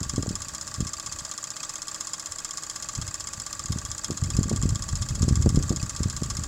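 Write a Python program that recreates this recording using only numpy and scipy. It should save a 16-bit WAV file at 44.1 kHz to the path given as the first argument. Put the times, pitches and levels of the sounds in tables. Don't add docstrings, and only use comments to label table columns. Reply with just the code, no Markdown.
import sys
import numpy as np
from scipy import signal
from scipy.fft import rfft, irfft
from scipy.io import wavfile
from scipy.ndimage import uniform_filter1d

SR = 44100
rng = np.random.default_rng(int(sys.argv[2]) if len(sys.argv) > 2 else 0)


def put_to_file(sound):
    columns = np.atleast_2d(sound).T
    safe = np.clip(columns, -1, 1)
    whole_steps = np.round(safe * 32767)
    wavfile.write(sys.argv[1], SR, whole_steps.astype(np.int16))


N = 285707


def undb(db):
    return 10 ** (np.asarray(db) / 20)


def level(x, db):
    return x * undb(db) / np.sqrt(np.mean(x ** 2))


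def clicks(s, size):
    out = np.zeros(N)
    at = np.round(np.asarray(s) * SR).astype(int)
    inside = (at >= 0) & (at < N)
    np.add.at(out, at[inside], size[inside])
    return out


def lag(x, ms):
    keep = np.exp(-1 / (SR * ms / 1000))
    return signal.lfilter([1], [1, -keep], x)


def contact(s, size, rise_ms, fall_ms, blow_db):
    hits = clicks(s, size)
    swell = lag(hits, fall_ms) - lag(hits, min(rise_ms, .9 * fall_ms))
    chatter = swell * rng.standard_normal(N)
    return chatter + undb(blow_db) * hits


def ring(x, modes):
    total = np.zeros(N)
    for k, (hz, width, db) in enumerate(modes):
        mode = signal.lfilter(*signal.iirpeak(hz, hz / width, SR), x)
        total += (-1) ** k * undb(db) * mode
    return total


def walk(rate):
    k = int(SR / rate)
    held = np.repeat(rng.standard_normal(N // k + 1), k)
    slewed = uniform_filter1d(uniform_filter1d(held, k), k)
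    return 1.3 * slewed[:N]


def bump(ms):
    t = np.arange(-1500, 1501) / SR
    width_ms = ms * np.where(t < 0, 1.3, .7)
    return np.exp(-.5 * (t * 1000 / width_ms) ** 2)


def port(x):
    return signal.sosfilt(signal.butter(2, 95, "high", fs=SR, output="sos"), x)


def eddies(ms, spread_db, count):
    s, size, sign = rng.random((count, 3)).T
    strength = undb(-spread_db * np.log(size + 0.008))
    train = clicks(s * N / SR, strength * np.sign(sign - .6))
    return level(port(signal.fftconvolve(train, bump(ms), "same")), 0)


# (time [s], level of the large eddies [dB])
BREEZE = [(0.0, -34), (0.16, -42), (0.34, -41), (0.56, -49.5), (1.06, -51), (1.17, -49), (1.39, -66),
          (2.31, -70), (2.78, -57.5), (3.05, -49), (3.61, -50.5), (3.77, -41), (3.93, -47), (4.15, -52),
          (4.28, -24.5), (4.33, -27), (4.56, -29), (4.74, -30.5), (5.0, -43), (5.18, -28.5), (5.4, -23.5),
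          (5.7, -30), (5.83, -39), (6.06, -39.5), (6.26, -35.5), (6.48, -34.5)]
# (time [s], peak level before the bass cut [dB], size [ms])
SLAPS = [(0.0133, -16.5, 1), (0.137, -17, 0.87), (0.1811, -9.5, 0.69), (0.232, -18, .6), (0.263, -19, 0.37),
         (0.281, -12.5, 1.4), (0.309, -14, 0.85), (0.331, -26, 0.76), (0.8061, -9.5, 1.12),
         (0.783, -20, 1.5), (0.86, -20, 1.3), (0.885, -24, 2.3), (1.09, -28.5, 2), (1.22, -29.5, 1.4),
         (2.309, -30, 2.8), (2.82, -31.5, 3.4), (2.987, -12, 1.94), (3.084, -22, 2.7), (3.38, -25, 1.6),
         (3.6, -24, 2.4), (3.65, -26, 1.3), (3.705, -10, 1.56), (3.725, -17, 2), (3.761, -13.5, 1.18),
         (3.89, -23.5, 2.5), (4.1036, -13.5, 0.6), (4.2245, -7.5, 2.1), (4.3893, -3, 1.1),
         (4.411, -10.5, 1.04), (4.457, -13.5, 1.14), (4.5152, -11.5, 0.43), (4.634, -8, 1.4),
         (4.6557, -4.5, 1.17), (4.723, -5.5, 2.2), (4.76, -12, 1.8), (4.865, -19, 2.6), (4.931, -8.5, 2.5),
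         (5.008, -5, 3.9), (5.108, -7, 2.7), (5.2102, -4, 2.1), (5.2307, -4, 1.2), (5.2815, -6.5, 0.86),
         (5.3102, -5, 1.27), (5.325, -5.5, 1.7), (5.373, -7, 1.75), (5.462, -3.5, 0.61),
         (5.471, -5.5, 0.75), (5.5256, -8.5, 1.8), (5.5462, -5.5, 1.33), (5.574, -3, 0.91),
         (5.7064, -6.5, 0.94), (5.7157, -14.5, 0.47), (5.77, -15.5, 1.5), (5.832, -11.5, 1.63),
         (5.919, -19, 2.4), (6.006, -12, 0.9), (6.058, -8.5, 1.27), (6.2228, -12.5, 0.8),
         (6.389, -15.5, 1.4)]
SMALL_DB, CALM_DB = -12.5, -57.5
BURST_DB, BURST_RISE_DB_PER_S, BURST_FALL_DB_PER_S = -13.5, 798, 300
FINE_DB, FINE_DB_PER_DOUBLING = -6.5, -8


def wind():
    t = np.arange(N) / SR
    large = undb(np.interp(t, *np.transpose(BREEZE)))
    small = large * undb(SMALL_DB) + undb(CALM_DB)
    pulls, dip = np.zeros((2, N + 3001))
    for at, db, ms in SLAPS:
        i = int(at * SR)
        pulls[i:i + 3001] -= undb(db) * bump(ms)
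        dip[i:i + 3001] += bump(7)
        slope = np.where(t < at, BURST_RISE_DB_PER_S, BURST_FALL_DB_PER_S)
        burst = undb(db + BURST_DB - slope * np.abs(t - at))
        fine_db = FINE_DB + FINE_DB_PER_DOUBLING * np.log2(ms)
        large = np.maximum(large, burst)
        small = np.maximum(small, burst * undb(fine_db))
    large_flow = eddies(2.46, 1.2, count=1200) * large
    small_flow = eddies(0.87, 2.16, count=1500) * small
    turned_down = undb(-9 * dip[1500:N + 1500])
    return (large_flow + small_flow) * turned_down + port(pulls[1500:N + 1500])


# (frequency [Hz], relative level [dB per Hz])
STEAM = [(18, -48), (30, 6), (100, -37), (319, -14), (400, -15.5), (620, -6.5), (730, -15), (1040, -10.5),
         (1150, -1), (1270, -11), (1630, -8.5), (2200, -18), (2900, -18), (5040, -11.5), (5900, -11.5),
         (7270, -3), (8740, -17.5), (11000, -28), (16000, -29)]
STEAM_DB = -44.5


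def steam():
    place, luck = rng.random((1500, 2)).T
    drop_db = -3 * np.log(luck + 0.011) - 14.5
    spit = lag(clicks(place * N / SR, undb(drop_db)), 2.55)
    jet = rng.standard_normal(N) * (undb(0.48 * walk(30)) + spit)
    hz, db = np.transpose(STEAM)
    bins_hz = np.fft.rfftfreq(N, 1 / SR)
    colour = undb(np.interp(np.log(bins_hz + 1), np.log(hz), db))
    return level(irfft(rfft(jet) * colour, N), STEAM_DB)


# (time [s], flywheel turns done [turns])
FAST_TURNS = [(0.0, -0.218), (0.4, 8.819), (1.2, 26.77), (1.6, 35.773), (2.4, 53.83), (3.2, 71.928),
              (4.0, 90.059), (5.2, 117.01), (5.6, 126.079), (6.0, 135.014), (6.5, 146.258)]
# (part of the turn [turns], level [dB])
FAST_BLOWS = [(-.17, -17), (-.065, -1), (.005, -6), (.13, -13), (.36, -17), (.55, -18)]
# (hums per turn [1/turn], mean level [dB])
GEAR = [(14, -61), (26, -67), (29, -67), (41, -68), (62, -65)]
# (frequency [Hz], width [Hz], level [dB])
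FAST_VALVE = [(4180, 860, -11.5), (5740, 900, -5.5), (6910, 290, 6), (7604, 210, 8.5), (7828, 290, 4),
              (9000, 2000, -20), (11360, 300, -16), (14000, 680, -25)]
# (frequency [Hz], width [Hz], level [dB])
FAST_FRAME = [(123, 110, 0), (193, 99, -1.5), (552, 19, -6), (656, 8.3, -13), (841, 30, 1), (927, 7.6, -22),
              (1124, 35.6, 9.5), (1205.5, 61, 3), (1380, 18, -9), (1451, 108, -4.5), (1642, 72, -3.5),
              (1902, 127, -7.5), (3170, 67, -17)]


def fast_engine():
    s, turns = np.transpose(FAST_TURNS)
    whole = np.arange(np.floor(turns[0]), turns[-1] + 1)
    chance = rng.standard_normal((len(whole), 3 + len(FAST_BLOWS))).T
    scatter_db = 1.2

    def when(part):
        return np.interp(whole + part, turns, s, left=-1, right=-1)

    tick_db = -19.5 + 0.87 * chance[1]
    tick = contact(when(-0.14) + 0.00051 * chance[0], undb(tick_db), 0.19, 2.04, blow_db=3)
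    rebound_db = -24.0 + 2 * scatter_db * chance[2]
    rebound = contact(when(-.045), undb(rebound_db), 0.49, 1.7, blow_db=9.5)
    blows = np.zeros(N)
    for (part, db), c in zip(FAST_BLOWS, chance[3:]):
        blows += clicks(when(part), undb(db + scatter_db * c))

    angle = 2 * np.pi * np.interp(np.arange(N) / SR, s, turns)
    gear = np.zeros(N)
    for order, db in GEAR:
        gear += np.sqrt(2) * undb(db + 0.26 * walk(3)) * np.sin(order * angle)
    return ring(tick + rebound, FAST_VALVE) + ring(blows, FAST_FRAME) + gear


# (time [s], flywheel turns done [turns])
SLOW_TURNS = [(-0.035, -1), (0.3545, 5), (0.998, 15), (1.9455, 30), (2.572, 40), (2.887, 45), (3.206, 50),
              (3.851, 60), (4.4955, 70), (4.822, 75), (5.153, 80), (6.504, 100)]
# (time [s], level above the rest [dB])
HARD_KNOCKS = [(0.095, 1), (1.441, 0.5), (1.631, 1), (2.008, 2.5), (2.698, 1.5), (3.915, 2), (4.045, 3),
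               (5.22, 3), (6.167, 1.5)]
# (time [s], level [dB])
EXTRA_SQUEAKS = [(0.452, -15), (0.966, -8.5), (1.092, -17), (1.473, -14), (1.599, -6.5), (2.855, -15),
                 (4.333, -11), (5.186, -13), (5.796, -11)]
# (frequency [Hz], width [Hz], level [dB])
SLOW_FRAME = [(1160, 73, -1), (2145, 69, -10), (2590, 240, -15.5), (3301, 84, -3.5), (3654, 40, -5),
              (4110, 236, -6.5), (5164, 310, 3), (6210, 266, 1.5), (6580, 310, 4.5), (7316, 288, 6.5),
              (8263, 600, -2.5), (8133, 720, -2), (9760, 550, -8), (11640, 230, -15.5), (12900, 440, -24),
              (14800, 1200, -33)]
# (frequency [Hz], width [Hz], level [dB])
SLOW_GLAND = [(2538, 71, -6.5), (4720, 120, -2), (7350, 420, -8.5)]
KNOCK_DB, KNOCK_GROWS_DB_PER_S, KNOCK_SCATTER_DB = -16.5, 0.245, 0.53
KNOCK_JITTER_S = .0005
SQUEAK_DB, SQUEAK_SCATTER_DB = -15, 1


def slow_engine():
    at, turns = np.transpose(SLOW_TURNS)
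    whole = np.arange(turns[0], turns[-1] + 1)
    chance = rng.standard_normal((len(whole), 5)).T
    s = np.interp(whole, turns, at) + KNOCK_JITTER_S * chance[3]
    knock_db = KNOCK_DB + KNOCK_GROWS_DB_PER_S * s + KNOCK_SCATTER_DB * chance[2]
    for hard_s, db in HARD_KNOCKS:
        knock_db[np.argmin(np.abs(s - hard_s))] += db
    knock = contact(s, undb(knock_db), .2, 1.9, blow_db=13)

    rattle_s = s + 0.0034 + .001 * chance[0]
    rattle_db = knock_db - 10.5 + 1.74 * chance[1]
    rattle = contact(rattle_s, undb(rattle_db), 0.7, 7.67, blow_db=16)
    rattle = lag(rattle, 0.06)

    extra_s, extra_db = np.transpose(EXTRA_SQUEAKS)
    squeak_s = np.append(np.interp(whole + .5, turns, at), extra_s)
    squeak_db = np.append(SQUEAK_DB + SQUEAK_SCATTER_DB * chance[4], extra_db)
    squeak = contact(squeak_s, undb(squeak_db), 2.07, 5.0, blow_db=-20)
    return ring(knock + rattle, SLOW_FRAME) + ring(squeak, SLOW_GLAND)


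def scene():
    mono = wind() + steam() + fast_engine() + slow_engine()
    return np.array([mono, mono])


TOP_HZ = 15750


def record(dry):
    treble = signal.butter(1, 5000, "high", fs=SR, output="sos")
    hiss = level(signal.sosfilt(treble, rng.standard_normal(N)), -66)
    both = dry + hiss * np.array([[1], [-1]])
    top_cut = signal.ellip(8, .2, 60, TOP_HZ, fs=SR, output="sos")
    return signal.sosfilt(top_cut, both)


dry = scene()
out = record(dry)
put_to_file(out)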